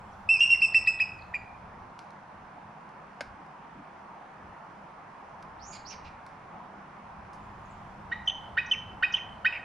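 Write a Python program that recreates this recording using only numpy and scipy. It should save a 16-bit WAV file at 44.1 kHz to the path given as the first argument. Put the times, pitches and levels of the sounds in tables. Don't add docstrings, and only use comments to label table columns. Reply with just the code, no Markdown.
import sys
import numpy as np
from scipy import signal
from scipy.io import wavfile
from scipy.ndimage import uniform_filter1d

SR = 44100
rng = np.random.default_rng(int(sys.argv[2]) if len(sys.argv) > 2 else 0)


def inscribe(sig):
    pcm = np.round(np.clip(np.atleast_2d(sig).T, -1, 1) * 32767)
    wavfile.write(sys.argv[1], SR, pcm.astype(np.int16))


N = 425124

# t/s, length/s, pitch f/Hz, level/dB, 2nd harmonic level/dB, 3rd harmonic level/dB,
# scoop up to the pitch [share of pitch], fade [share of length], roughness [0-1]
PIPES = [ (0.288, 0.099, 2712, -15.5, -24, -33, 0.06, 0.78, 0.08),
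         (0.404, 0.07, 2791, -14.5, -22.5, -33, 0.03, 0.82, 0.26),
         (0.501, 0.054, 2768, -16.3, -21, -33, 0.04, 0.47, 0.18),
         (0.616, 0.046, 2715, -16, -20, -31, .1, 0.2, .15),
         (0.744, 0.051, 2704, -15, -20.5, -30.5, .09, 0.53, 0),
         (0.872, .043, 2643, -15.5, -20.5, -28.5, .08, 0.9, 0.06),
         (1, 0.047, 2596, -20, -20, -38, 0.09, 0.7, 0.28),
         (1.341, .033, 2398, -28.5, -29.5, -35, 0, 0.2, 0.54)]
# t/s, time stretch [1 = usual], level/dB, low stage level/dB, high stage level/dB
YELPS = [(8.112, 1.13, -25, -16, -33), (8.569, 1.08, -20.5, -7, -5.5), (9.024, .92, -20.5, -2, 1.5),
         (9.446, 1.09, -19, -3.5, -1)]
# t/s, length/s, pitch f/Hz, level/dB, 2nd harmonic level/dB, preceding wheeze level/dB
PIPS = [(8.273, 0.019, 3057, -20, -25, -61.5), (8.711, .020, 3056, -17, -27.5, -57.5),
        (9.138, .016, 3057, -17.5, -32, -47.5)]
# t/s, length/s, start f/Hz, end f/Hz, level/dB, roughness [0-1]
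FALLS = [(0.542, 0.019, 2156, 1950, -39.5, .4), (8.293, 0.018, 3110, 2980, -27, 0.42),
         (8.729, 0.024, 2735, 1910, -30, 0.76), (9.154, .040, 3073, 1740, -34.5, 0.9),
         (9.523, 0.068, 2550, 1410, -35.5, 0.9)]
PIPE_PEAK, SAG_HZ_PER_S = 0.33, 3600


def gain_of(db):
    return 10 ** (np.asarray(db) / 20)


def evened(x):
    return x / np.sqrt(np.mean(x ** 2) + 1e-20)


def read(points, hz):
    f, value = np.transpose(points)
    return np.interp(np.log(hz + 1), np.log(f + 1), value)


def curve(rows):
    t, value = np.transpose(rows)
    return np.interp(np.arange(N) / SR, t, value)


def add(mix, s, sound):
    part = mix[max(round(s * SR), 0):][:len(sound)]
    part += sound[:len(part)]


def flutter(n, width_hz):
    z = rng.standard_normal((SR // 2, 2)) @ [1, 1j]
    lowpass = signal.butter(3, width_hz / 2, fs=SR, output="sos")
    slow = signal.sosfilt(lowpass, z)
    unit = evened(slow.view(float)).view(complex) / np.sqrt(2)
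    return unit[-n:]


def arch(u, start, top, end, place, bend=1.7):
    place = np.clip(place, 0.05, 0.95)
    before = (start - top) * abs(1 - u / place) ** bend
    after = (end - top) * abs((u - place) / (1 - place)) ** bend
    return top + np.where(u < place, before, after)


def swell(u, rise, fade):
    rise, fade = np.clip([rise, fade], 0.03, 0.9)
    opening = np.sin(np.pi / 2 * np.clip(u / rise, 0, 1))
    closing = np.sin(np.pi / 2 * np.clip((1 - u) / fade, 0, 1))
    return (opening * closing) ** 1.4


def hiss(length, start, top, end, place, width, db, rise=0.3, fade=0.23):
    u = np.linspace(0, 1, round(length * SR))
    carrier = np.exp(2j * np.pi * np.cumsum(arch(u, start, top, end, place)) / SR)
    band = (carrier * flutter(len(u), width)).real
    return gain_of(db) * evened(band) * swell(u, rise, fade)


def note(length, start, top, end, place, fade, db, second_db, third_db, rough,
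         rise=0.0039, shimmer=0.56, catch=1.0, hump=0.062, grit=0.29):
    # multiple of the pitch, level/dB added to the 3rd's
    partials = [(2.5, -17.5), (3, 0.5), (3.5, -22.5), (4, -28), (4.5, -24), (5, -28)]
    t = np.arange(round(length * SR)) / SR
    u = t / length
    unrest = (rough + catch * np.exp(-t / 0.003)) * flutter(len(t), 600)
    pitch = arch(u, start, top, end, place) * (1 + 0.04 * unrest.real)
    phase = 2 * np.pi * np.cumsum(pitch) / SR
    force = swell(u, rise / length, max(fade, 0.3)) * (1 - hump * np.cos(np.pi * u ** 0.75) ** 2)
    upper = sum(gain_of(level) * np.sin(round(2 * k) / 2 * phase) for k, level in partials)
    overtones = gain_of(second_db) * np.sin(2 * phase) + force ** 2 * gain_of(third_db) * upper
    overtones = overtones * (1 + grit * flutter(len(t), 600).real)
    envelope = np.sqrt(2) * gain_of(db) * force * (1 + shimmer * unrest.imag)
    return envelope * np.array([np.sin(phase), overtones])


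def pipes():
    crack_below_hz, crack_hz, crack_scoop = 2710, 1958, 0.059
    crack_s, crack_lead_s, crack_db = 0.012, 0.0033, -29.5
    for s, length, hz, db, second_db, third_db, scoop, fade, rough in PIPES:
        end = hz - SAG_HZ_PER_S * length
        yield s, note(length, hz * (1 - scoop), hz, end, PIPE_PEAK, fade, db, second_db, third_db, rough)
        if hz < crack_below_hz:
            crack = note(crack_s, crack_hz * (1 - crack_scoop), crack_hz, crack_hz, place=0.65, fade=1.0,
                         db=crack_db, second_db=-29, third_db=-37, rough=0.33)
            yield s - crack_lead_s, crack


def yelps():
    # delay t/s, length/s (both before the stretch), pitch f/Hz,
    # glide either side [share of pitch], 2nd harmonic level/dB, 3rd harmonic level/dB
    stages = [(0, 0.019, 1509, 0.09, -10.5, -28), (.005, .020, 1878, 0.08, -22, -41.5),
              (.013, .025, 2500, .06, -33.5, -49.5)]
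    for s, stretch, db, low_db, high_db in YELPS:
        for stage, stage_db in zip(stages, (low_db, 0, high_db)):
            delay, length, hz, glide, second_db, third_db = stage
            yield s + delay * stretch, note(length * stretch, hz * (1 - glide), hz, hz * (1 + glide), 0.41,
                                            0.52, db + stage_db, second_db, third_db, rough=0.28)


def pips():
    droop = 0.018
    for s, length, hz, db, second_db, _ in PIPS:
        yield s, note(length, hz * (1 + droop), hz, hz * (1 - droop), 0.46, 0.23, db, second_db,
                      third_db=-54.5, rough=0.19, rise=0.0058)


def falls():
    for s, length, start, end, db, rough in FALLS:
        yield s, note(length, start, start, end, 0.37, 0.67, db, second_db=-27, third_db=-47.5, rough=rough)


def eagle():
    whistle, overtones = np.zeros((2, N))
    for s, (low, high) in [*pipes(), *yelps(), *pips(), *falls()]:
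        add(whistle, s, low)
        add(overtones, s, high)
    for s, length, hz, db, *_ in PIPES:
        end = hz - SAG_HZ_PER_S * length
        add(overtones, s, hiss(length, 2 * end, 2 * hz, 2 * end, PIPE_PEAK, width=320, db=db - 36.5))
    air_hz = 2286
    for s, _, db, *_ in YELPS:
        add(overtones, s, hiss(0.035, air_hz, air_hz, air_hz, 0.5, width=1400, db=db - 23))
    for s, length, start, end, db, _ in FALLS:
        add(whistle, s, hiss(length, start, start, end, 0.51, width=680, db=db - 4))
    return whistle, overtones


def wheezes():
    reference_hz, pipe_wheeze_hz, power = 2730, 5200, 6.6
    pipe_lead_s, pipe_under_db = 0.012, -34.5
    pip_lead_s, pip_wheeze_hz = 0.016, 5640
    length_s, fall, width_hz = 0.017, 0.048, 1100
    starts = []
    for s, _, hz, db, *_ in PIPES[1:]:
        wheeze_hz = pipe_wheeze_hz * (hz / reference_hz) ** power
        starts.append((s - pipe_lead_s, wheeze_hz, db + pipe_under_db))
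    for s, *_, db in PIPS:
        starts.append((s - pip_lead_s, pip_wheeze_hz, db))
    out = np.zeros(N)
    for s, hz, db in starts:
        add(out, s, hiss(length_s, hz * (1 + fall), hz, hz * (1 - fall), 0.3, width_hz, db))
    return out


def whistles():
    # t/s, length/s, start f/Hz, top f/Hz, end f/Hz, level/dB, left minus right level/dB
    airy = [(5.586, 0.2, 3650, 6790, 6980, -55.5, -11), (5.846, 0.098, 3700, 6020, 4600, -51, -13.5),
            (8.658, .016, 4300, 5825, 5950, -55, 1)]
    # t/s, length/s, start pitch f/Hz, level/dB, 2nd harmonic level/dB (relative)
    rasps = [(5.717, 0.063, 2460, -56, 3), (5.896, 0.056, 2595, -53, -8), (6.039, .056, 2655, -57.5, -25)]
    rasp_fall, rasp_width_hz, rasp_pan_db, fourth_db = 0.2, 560, -6, -18
    air_hz, air_width_hz, air_db = 4000, 3300, -3
    sounds = []
    for s, length, start, top, end, db, pan_db in airy:
        sounds.append((s, pan_db, hiss(length, start, top, end, 0.59, 830, db)))
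    for s, length, hz, db, second_db in rasps:
        for k, part_db in ((1, 0), (2, second_db), (4, second_db + fourth_db)):
            part = hiss(length, k * hz, k * hz, k * hz * (1 - rasp_fall), 0.38,
                        rasp_width_hz * np.sqrt(k), db + part_db)
            sounds.append((s, rasp_pan_db, part))
        rasp_air = hiss(length, air_hz, air_hz, air_hz * (1 - rasp_fall), 0.45, air_width_hz, db + air_db)
        sounds.append((s, rasp_pan_db, rasp_air))
    left, right = np.zeros((2, N))
    for s, pan_db, sound in sounds:
        add(left, s, gain_of(pan_db / 2) * sound)
        add(right, s, gain_of(-pan_db / 2) * sound)
    return np.array([left, right])


def small_bird():
    # t/s, length/s, start f/Hz, end f/Hz, peak level/dB
    ticks = [(0.118, 0.026, 6300, 5200, -67), (1.187, 0.011, 5200, 3900, -58),
             (1.21, .010, 4950, 3800, -60), (1.22, 0.0058, 4900, 3580, -51), (7.651, .016, 7600, 5850, -66),
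             (7.697, 0.035, 8400, 6200, -66)]
    out = np.zeros(N)
    for s, length, start, end, db in ticks:
        u = np.linspace(0, 1, round(length * SR))
        phase = 2 * np.pi * np.cumsum(start + (end - start) * u) / SR
        add(out, s, gain_of(db) * np.sin(np.pi * u) * np.sin(phase))
    return out


def clicks(snap=4, after_db=-21, after_t60=0.33):
    # t/s, level/dB (rms of the first 10 ms), 60 dB decay/s, low edge f/Hz
    click_table = [(1.991, -51, 0.012, 3430), (2.106, -63.5, 0.013, 3500), (2.891, -68, 0.011, 4000),
                   (3.208, -33, 0.036, 203), (3.464, -74, 0.014, 6000), (5.426, -58, .02, 3500),
                   (6.265, -56, 0.0056, 2940), (7.331, -63, .18, 5900)]
    # f/Hz, level/dB
    colour = [(100, 1), (400, 7), (700, 8), (1100, -6.5), (1550, 17.5), (1850, -1), (2150, 8), (2900, -3),
              (3400, -5.5), (5200, -4), (7500, -18.5), (11200, -20), (12200, -55)]
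    out, t = np.zeros(N), np.arange(SR // 4) / SR
    log_gain = np.log(gain_of(read(colour, abs(np.fft.fftfreq(len(t), 1 / SR)))))
    body = np.fft.ifft(np.exp(signal.hilbert(log_gain).conj())).real
    for s, db, t60, low_hz in click_table:
        decay = gain_of(-60 * t / t60) + gain_of(after_db - 60 * t / after_t60)
        strike = snap * (t == 0) + rng.standard_normal(len(t)) * decay
        ringing = signal.fftconvolve(strike, body)[:len(t)]
        crack = signal.sosfilt(signal.butter(2, low_hz, "high", fs=SR, output="sos"), ringing)
        add(out, s, gain_of(db) * crack / np.sqrt(np.mean(crack[:SR // 100] ** 2)))
    return out


def woods(x, near_db=-15, near_t60=0.083, far_db=-14, first=0.012, build=0.013, likeness=0.99, treble_db=3):
    # f/Hz, decay/s
    far_t60 = [(500, 0.94), (2700, 0.56), (5500, 0.31), (8000, 0.34), (14000, 0.087)]
    t = np.arange(SR) / SR
    taps = rng.standard_normal((2, SR)) * (rng.random(SR) < 2500 / SR) * (t > first)
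    likeness = np.clip(likeness, 0, 1)
    taps[1] = likeness * taps[0] + np.sqrt(1 - likeness ** 2) * taps[1]
    near = taps * gain_of(-60 * t / near_t60)
    building = taps[:, ::-1] * np.clip((t - first) / build, 0, 1)
    hz, when, z = signal.stft(building, SR, nperseg=256)
    treble_lift = treble_db * np.clip(hz / 2700 - 1, 0, 1)[:, None]
    z = z * gain_of(treble_lift - 60 * when / read(far_t60, hz)[:, None])
    far = signal.istft(z, SR, nperseg=256)[1][:, :SR]
    near_echo = gain_of(near_db) * near / np.linalg.norm(near[0])
    far_echo = gain_of(far_db) * far / np.linalg.norm(far[0])
    return signal.fftconvolve(x[None], near_echo + far_echo, axes=1)[:, :N]


def bump():
    # t/s, length/s, centre f/Hz, bandwidth f/Hz, level/dB
    puff = (3.74, .11, 250, 150, -50)
    s, length, hz, width, db = puff
    out, t = np.zeros(N), np.arange(round(length * SR)) / SR
    band = (np.exp(2j * np.pi * hz * t) * flutter(len(t), width)).real
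    add(out, s, gain_of(db) * evened(band) * swell(t / length, 0.31, 0.61))
    return out


def air(spectrum, patchy_db):
    # f/Hz, correlation [-1 to 1]
    same_table = [(60, 1), (110, 0.97), (200, 0.96), (380, 0.91), (700, 0.62), (1290, 0.47), (2380, 0.48),
                  (4400, 0.53), (8120, -0.27), (15000, -0.17)]
    # f/Hz, left minus right level/dB
    lean_table = [(60, 2), (130, -0.5), (290, 1.5), (640, -0.5), (1410, -2.5), (3100, 0.5), (6820, -5.5),
                  (15000, -2)]
    hz = np.fft.rfftfreq(4096, 1 / SR)
    a, b, c, d, patches = rng.standard_normal((N // 1024 + 5, len(hz), 5)).T
    patches = uniform_filter1d(patches, size=30, axis=0)
    patches = evened(uniform_filter1d(patches, size=5, axis=1))
    same = np.clip(read(same_table, hz), -1, 1)[:, None]
    lean = gain_of(read(lean_table, hz) / 2)[:, None]
    left = a + 1j * b
    right = same * left + np.sqrt(1 - same ** 2) * (c + 1j * d)
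    z = np.array([left * lean, right / lean])
    z *= gain_of(read(spectrum, hz)[:, None] + patchy_db * patches)
    return evened(signal.istft(z, nperseg=4096, noverlap=3072)[1][:, :N])


def outdoors():
    # f/Hz, relative level/dB per Hz
    rush_colour, drone_colour = [(150, -37.5), (250, -8), (297, -9), (324, -8.5), (420, -10.5), (624, -5.5),
                                 (729, -0.5), (944, 1), (2400, -18), (3820, -32), (5780, -34.5),
                                 (7750, -44), (9530, -40), (11900, -62.5), (15400, -64.5)], [(20, -28.5), (90, -17.5), (130, -6), (160, 2.5), (178, -4.5),
                                               (198, 5.5), (220, -3.5), (300, -14), (450, -26.5),
                                               (900, -74.5)]
    rumble_colour, fizz_colour = [(10, -7.5), (30, -6.5), (55, -0.5), (95, 2), (125, -1.5), (200, -20),
                                  (500, -64.5)], [(1500, -18.5), (3400, 4), (4500, -8.5), (7000, -7),
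                                                  (10000, -14.5), (15000, -21)]
    # t/s, level/dB (the rumble's without gusts)
    rumble_level, drone_level, fizz_level = [(0, -55), (1.85, -54.5), (2, -68), (5, -67.5), (5.6, -58.5),
                                             (6.85, -66), (7.6, -52.5), (9.64, -55)], [(0, -58), (2, -57), (5.8, -58), (6.3, -57),
                                                                (8, -54), (9.64, -58)], [(0, -71.5), (1, -69.5),
                                                                                     (1.9, -87),
                                                                                     (7.2, -108),
                                                                                     (7.4, -74.5),
                                                                                     (9.64, -76)]
    # centre t/s, peak level/dB
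    gust_table = [(2.41, -57.5), (2.68, -61.5), (3.3, -58), (3.78, -57.5), (4.48, -56), (5.52, -60),
                  (6.08, -52), (7.2, -53)]
    gust_s = 0.072
    rush_db, rush_rise_db_per_s = -48, 0.1943
    t = np.arange(N) / SR
    rush = air(rush_colour, patchy_db=1.0) * gain_of(rush_db + rush_rise_db_per_s * (t - t.mean()))
    gusts = sum(gain_of(db) * np.exp(-((t - s) / gust_s) ** 2) for s, db in gust_table)
    rumble = air(rumble_colour, patchy_db=0.5) * np.hypot(gain_of(curve(rumble_level)), gusts)
    drone = air(drone_colour, patchy_db=1.2) * gain_of(curve(drone_level))
    fizz = air(fizz_colour, patchy_db=-4.0) * gain_of(curve(fizz_level))
    return rush + rumble + drone + fizz


def scene(direct_db=-2.16, overtone_direct_db=-2, overtone_wet_db=5, thin_wet_db=2, click_wet_db=-12):
    # t/s, level/dB
    echo_level = [(0, 2.5), (1.5, -5.5), (8, -2.5), (9.64, -4)]
    whistle, overtones = eagle()
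    thin, snaps = whistles() + wheezes() + small_bird(), clicks()
    reach = gain_of(curve(echo_level))
    treble = reach * gain_of(overtone_wet_db) * overtones
    treble = treble + gain_of(thin_wet_db) * thin.mean(0) + gain_of(click_wet_db) * snaps
    echo = woods(reach * whistle) + woods(treble, near_db=-13.5, far_db=-11.5, likeness=0.92)
    calls = gain_of(direct_db) * whistle + gain_of(overtone_direct_db) * overtones + echo
    return calls * gain_of([[-0.75], [0.75]]) + thin + snaps + bump() + outdoors()


def record(dry):
    edge_hz = 15650
    lowpass = signal.firwin(511, edge_hz, window=("kaiser", 9), fs=SR)
    return signal.oaconvolve(dry, lowpass[None], "same")


dry = scene()
out = record(dry)
inscribe(out)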